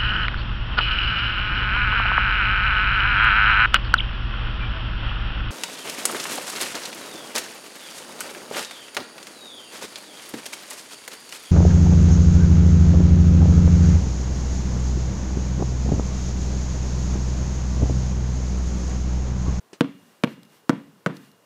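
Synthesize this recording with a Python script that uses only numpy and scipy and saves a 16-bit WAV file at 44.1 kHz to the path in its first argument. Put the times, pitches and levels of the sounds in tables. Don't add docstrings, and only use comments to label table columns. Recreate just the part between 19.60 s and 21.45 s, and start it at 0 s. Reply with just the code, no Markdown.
import sys
import numpy as np
from scipy import signal
from scipy.fft import rfft, irfft, next_fast_len
from scipy.io import wavfile

SR = 44100
rng = np.random.default_rng(int(sys.argv[2]) if len(sys.argv) > 2 else 0)


def transcribe(signal):
    frames = np.atleast_2d(signal).T
    limited = np.clip(frames, -1, 1)
    pcm = np.round(limited * 32767).astype(np.int16)
    wavfile.write(sys.argv[1], SR, pcm)


N = 81585


def amp(db):
    return 10 ** (np.asarray(db) / 20)


def along(points, hz):
    freqs, values = np.transpose(points)
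    return np.interp(np.log(hz + 1), np.log(freqs + 1), values)


def since(start_s):
    return np.maximum(np.arange(N) / SR - start_s, 0)


def fade(t, t60_s):
    return (t > 0) * np.exp(-np.log(1000) * t / t60_s)


def mode(t, hz, t60_s):
    return fade(t, t60_s) * np.sin(2 * np.pi * hz * t)


def noise(spectrum):
    size = next_fast_len(N)
    gain = amp(along(spectrum, np.fft.rfftfreq(size, 1 / SR)))
    x = irfft(rfft(rng.standard_normal(size)) * gain, size)[:N]
    return x / np.sqrt(np.mean(x ** 2) + 1e-20)


def pulse(spectrum, size=2048):
    gain = amp(along(spectrum, np.fft.rfftfreq(size, 1 / SR)))
    cepstrum = irfft(np.log(gain))
    cepstrum[1:size // 2] *= 2
    cepstrum[size // 2 + 1:] = 0
    click = irfft(np.exp(rfft(cepstrum)))
    return np.pad(click / np.abs(click).max(), (0, N - size))


def delayed(x, delay_s):
    return np.pad(x, (round(delay_s * SR), 0))[:N]


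def butter(x, hz, kind, order):
    return signal.sosfilt(signal.butter(order, hz, kind, fs=SR, output="sos"), x)


# freq_hz, density_db
HUSH_SPECTRUM = [(24, -57), (40, -35), (98, 2), (235, -2), (484, 0), (740, -6.5), (1080, -3.5), (1160, -7),
                 (1410, -7.5), (2330, -15), (2920, -14.5), (15500, -23)]


def outdoor_hush(level_db=-59.5):
    return amp(level_db) * noise(HUSH_SPECTRUM)


# freq_hz, density_db
GARDEN_SPECTRUM = [(70, -15), (150, 6), (280, 10), (400, -1.5), (520, 2.5), (750, -8.5), (1300, -13),
                   (2900, -22.5), (5000, -31), (14000, -51)]
# freq_hz, t60_s
GARDEN_DECAY = [(150, 0.64), (300, 0.34), (700, 0.25), (2000, 0.44), (8000, 0.39)]


def garden_reverb(start_s, rise_s=0.024):
    hz, frame_s, bands = signal.stft(noise(GARDEN_SPECTRUM), SR, nperseg=512)
    t60_s = along(GARDEN_DECAY, hz)[:, None]
    decay = np.exp(-np.log(1000) * np.maximum(frame_s - start_s, 0) / t60_s)
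    tail = signal.istft(bands * decay, SR, nperseg=512)[1][:N]
    return tail * (1 - np.exp(-since(start_s) / rise_s))


# delay_s, level_db, lowpass_hz
REFLECTIONS = [(.0088, -21, 1943), (0.0289, -20.5, 395), (0.0364, -17, 1000)]


def echoes(x):
    return sum(amp(db) * delayed(butter(x, hz, "low", order=1), delay_s)
               for delay_s, db, hz in REFLECTIONS)


# start_s, level_db, noise_t60_s, body_db
PATS = [(.131, -40.5, 0.11, 9.5)]
# freq_hz, density_db
PAT_SPECTRUM = [(100, -9.5), (380, -9), (700, -17.5), (2000, -18.5), (6000, -20.5), (9000, -28.5),
                (15000, -51)]


def palm_pat():
    out = np.zeros(N)
    for start_s, level_db, noise_t60_s, body_db in PATS:
        t = since(start_s)
        burst = noise(PAT_SPECTRUM) * fade(t, noise_t60_s)
        body = amp(body_db) * mode(t, hz=383, t60_s=0.033)
        out += amp(level_db) * (burst + body)
    return out


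# start_s, level_db
TICKS = [(.8320, -45), (0.8513, -53), (1.5686, -43), (1.7160, -51.5)]
# freq_hz, density_db
TICK_SPECTRUM = [(300, -32), (2500, -7.5), (4500, 1), (8000, -9), (15000, -10)]


def finger_ticks():
    envelope = sum(amp(db) * fade(since(start_s), t60_s=0.014) for start_s, db in TICKS)
    return noise(TICK_SPECTRUM) * envelope


# centre_s, half_width_s, level_db
BRUSHES = [(0.487, 0.15, -62.5), (0.708, 0.04, -56.5), (0.948, 0.058, -58), (1.562, 0.019, -56.5),
           (1.64, 0.062, -58)]
# freq_hz, density_db
BRUSH_SPECTRUM = [(500, 0.5), (2500, -2), (7000, -7.5), (15000, -11.5)]


def brushing():
    envelope = sum(amp(db) * np.exp(-((since(0) - centre_s) / half_width_s) ** 2)
                   for centre_s, half_width_s, db in BRUSHES)
    return noise(BRUSH_SPECTRUM) * envelope


# pitch_hz, level_db, t60_s
RING_MODES = [(280.4, 2.5, 0.39), (479.4, 9.5, 0.14), (561, -2.5, 0.08), (639, 1, 0.076), (928, -7.5, 0.14),
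              (993, -13.5, 0.31), (1160, -6, .15), (1500, -14, .18), (1520, -5.5, 0.061)]
# pitch_hz, level_db, t60_s
PING_MODES = [(2170, -2, .4), (2310, -1, .3), (2740, -1, .4), (3275, 2, .4), (3510, -3, .6), (3785, -2, .4),
              (4125, -4, .45)]


def ringing(t, ring_db, ping_db, sing_db, scatter_db=2.5):
    out = amp(sing_db) * mode(t, hz=2830, t60_s=1.5)
    for modes, group_db in (RING_MODES, ring_db), (PING_MODES, ping_db):
        for hz, level_db, t60_s in modes:
            out += amp(group_db + level_db + scatter_db * rng.normal()) * mode(t, hz, t60_s)
    return out


def shell_flex(t, hz, rise_s):
    age = t / rise_s
    return -age * np.exp(1 - age) * np.sin(2 * np.pi * hz * t)


def shell_smack(x, hz, boost_db):
    b, a = signal.iirpeak(hz, Q=1.67, fs=SR)
    return x + (amp(boost_db) - 1) * signal.lfilter(b, a, x)


# freq_hz, density_db
SLAP_SPECTRUM = [(100, -20), (450, 8), (800, -9), (1200, 0), (2800, -12), (4200, -14.5), (7500, -19.5),
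                 (15000, -42.5)]
# freq_hz, density_db
CRACK_SPECTRUM = [(150, -20), (520, 10), (800, -6.5), (1200, -0.5), (2800, -16.5), (4200, -23), (7500, -25),
                  (15000, -39.5)]


def ground_contact(start_s, slap_db, crack_db, treble_db, fold_lag_s, fold_db):
    crack_echo_lag_s, crack_echo_db, treble_hz = 0.0082, -4.5, 4970
    click = pulse(SLAP_SPECTRUM)
    slap = amp(slap_db) * delayed(click, start_s)
    fold = amp(fold_db) * delayed(click, start_s + fold_lag_s)
    landing = fade(since(start_s), t60_s=0.031)
    crack_echo = amp(crack_echo_db) * fade(since(start_s + crack_echo_lag_s), t60_s=0.011)
    contact = slap + fold + amp(crack_db) * noise(CRACK_SPECTRUM) * (landing + crack_echo)
    return contact + (amp(treble_db) - 1) * butter(contact, treble_hz, "high", order=1)


# thump_db, thump_hz, flex_lag_s, boom_db, ring_db, ping_db, sing_db, garden_trim_db
BOUNCES = [(0.2086, -1, -18.5, -14, 3070, 7.5, 0.002, -9, -3, 271, 0.00072, -10, -33, -56, -60.5, -1),
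           (0.6366, -9, -19.5, -6, 2650, 9.5, 0.001661, -5.5, -4.5, 235, 0.00239, -18, -36, -55.5, -58.5, -0.5),
           (1.0946, -5, -17, 2, 1500, 6.5, .00214, -14, -1.5, 262, 0.00091, -11.5, -29.5, -59.5, -67, 0.5),
           (1.4622, -10.5, -21, -0.5, 1550, 10, .0019, -19.5, -18, 297, 0.0012, -11, -36, -60, -59.5, -1)]


def dribble(garden_db=-26.5):
    ball, reverb = np.zeros(N), np.zeros(N)
    for (start_s, slap_db, crack_db, treble_db, smack_hz, smack_db, fold_lag_s, fold_db,
         thump_db, thump_hz, flex_lag_s, boom_db, ring_db, ping_db, sing_db, garden_trim_db) in BOUNCES:
        contact = ground_contact(start_s, slap_db, crack_db, treble_db, fold_lag_s, fold_db)
        ball += shell_smack(contact, smack_hz, smack_db)
        flex_t = since(start_s + flex_lag_s)
        ball += amp(thump_db) * shell_flex(flex_t, thump_hz, rise_s=0.002)
        ball += amp(boom_db) * shell_flex(flex_t, hz=173.9, rise_s=0.0039)
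        ball += ringing(since(start_s), ring_db, ping_db, sing_db)
        tail = shell_smack(garden_reverb(start_s), smack_hz, smack_db / 2)
        reverb += amp(garden_db + garden_trim_db) * tail
    return ball + reverb + echoes(ball)


def scene():
    return (dribble() + palm_pat() + finger_ticks() + brushing() + outdoor_hush())[None]


def record(dry):
    low_cut_hz, ceiling_db, top_hz = 164, -5, 15600
    x = butter(dry, low_cut_hz, "high", order=2)
    x = x / (1 + np.abs(x / amp(ceiling_db)) ** 4) ** (1 / 4)
    size = next_fast_len(N + SR // 2)
    passband = np.fft.rfftfreq(size, 1 / SR) < top_hz
    return irfft(rfft(x, size) * passband, size)[:, :N]


dry = scene()
out = record(dry)
transcribe(out)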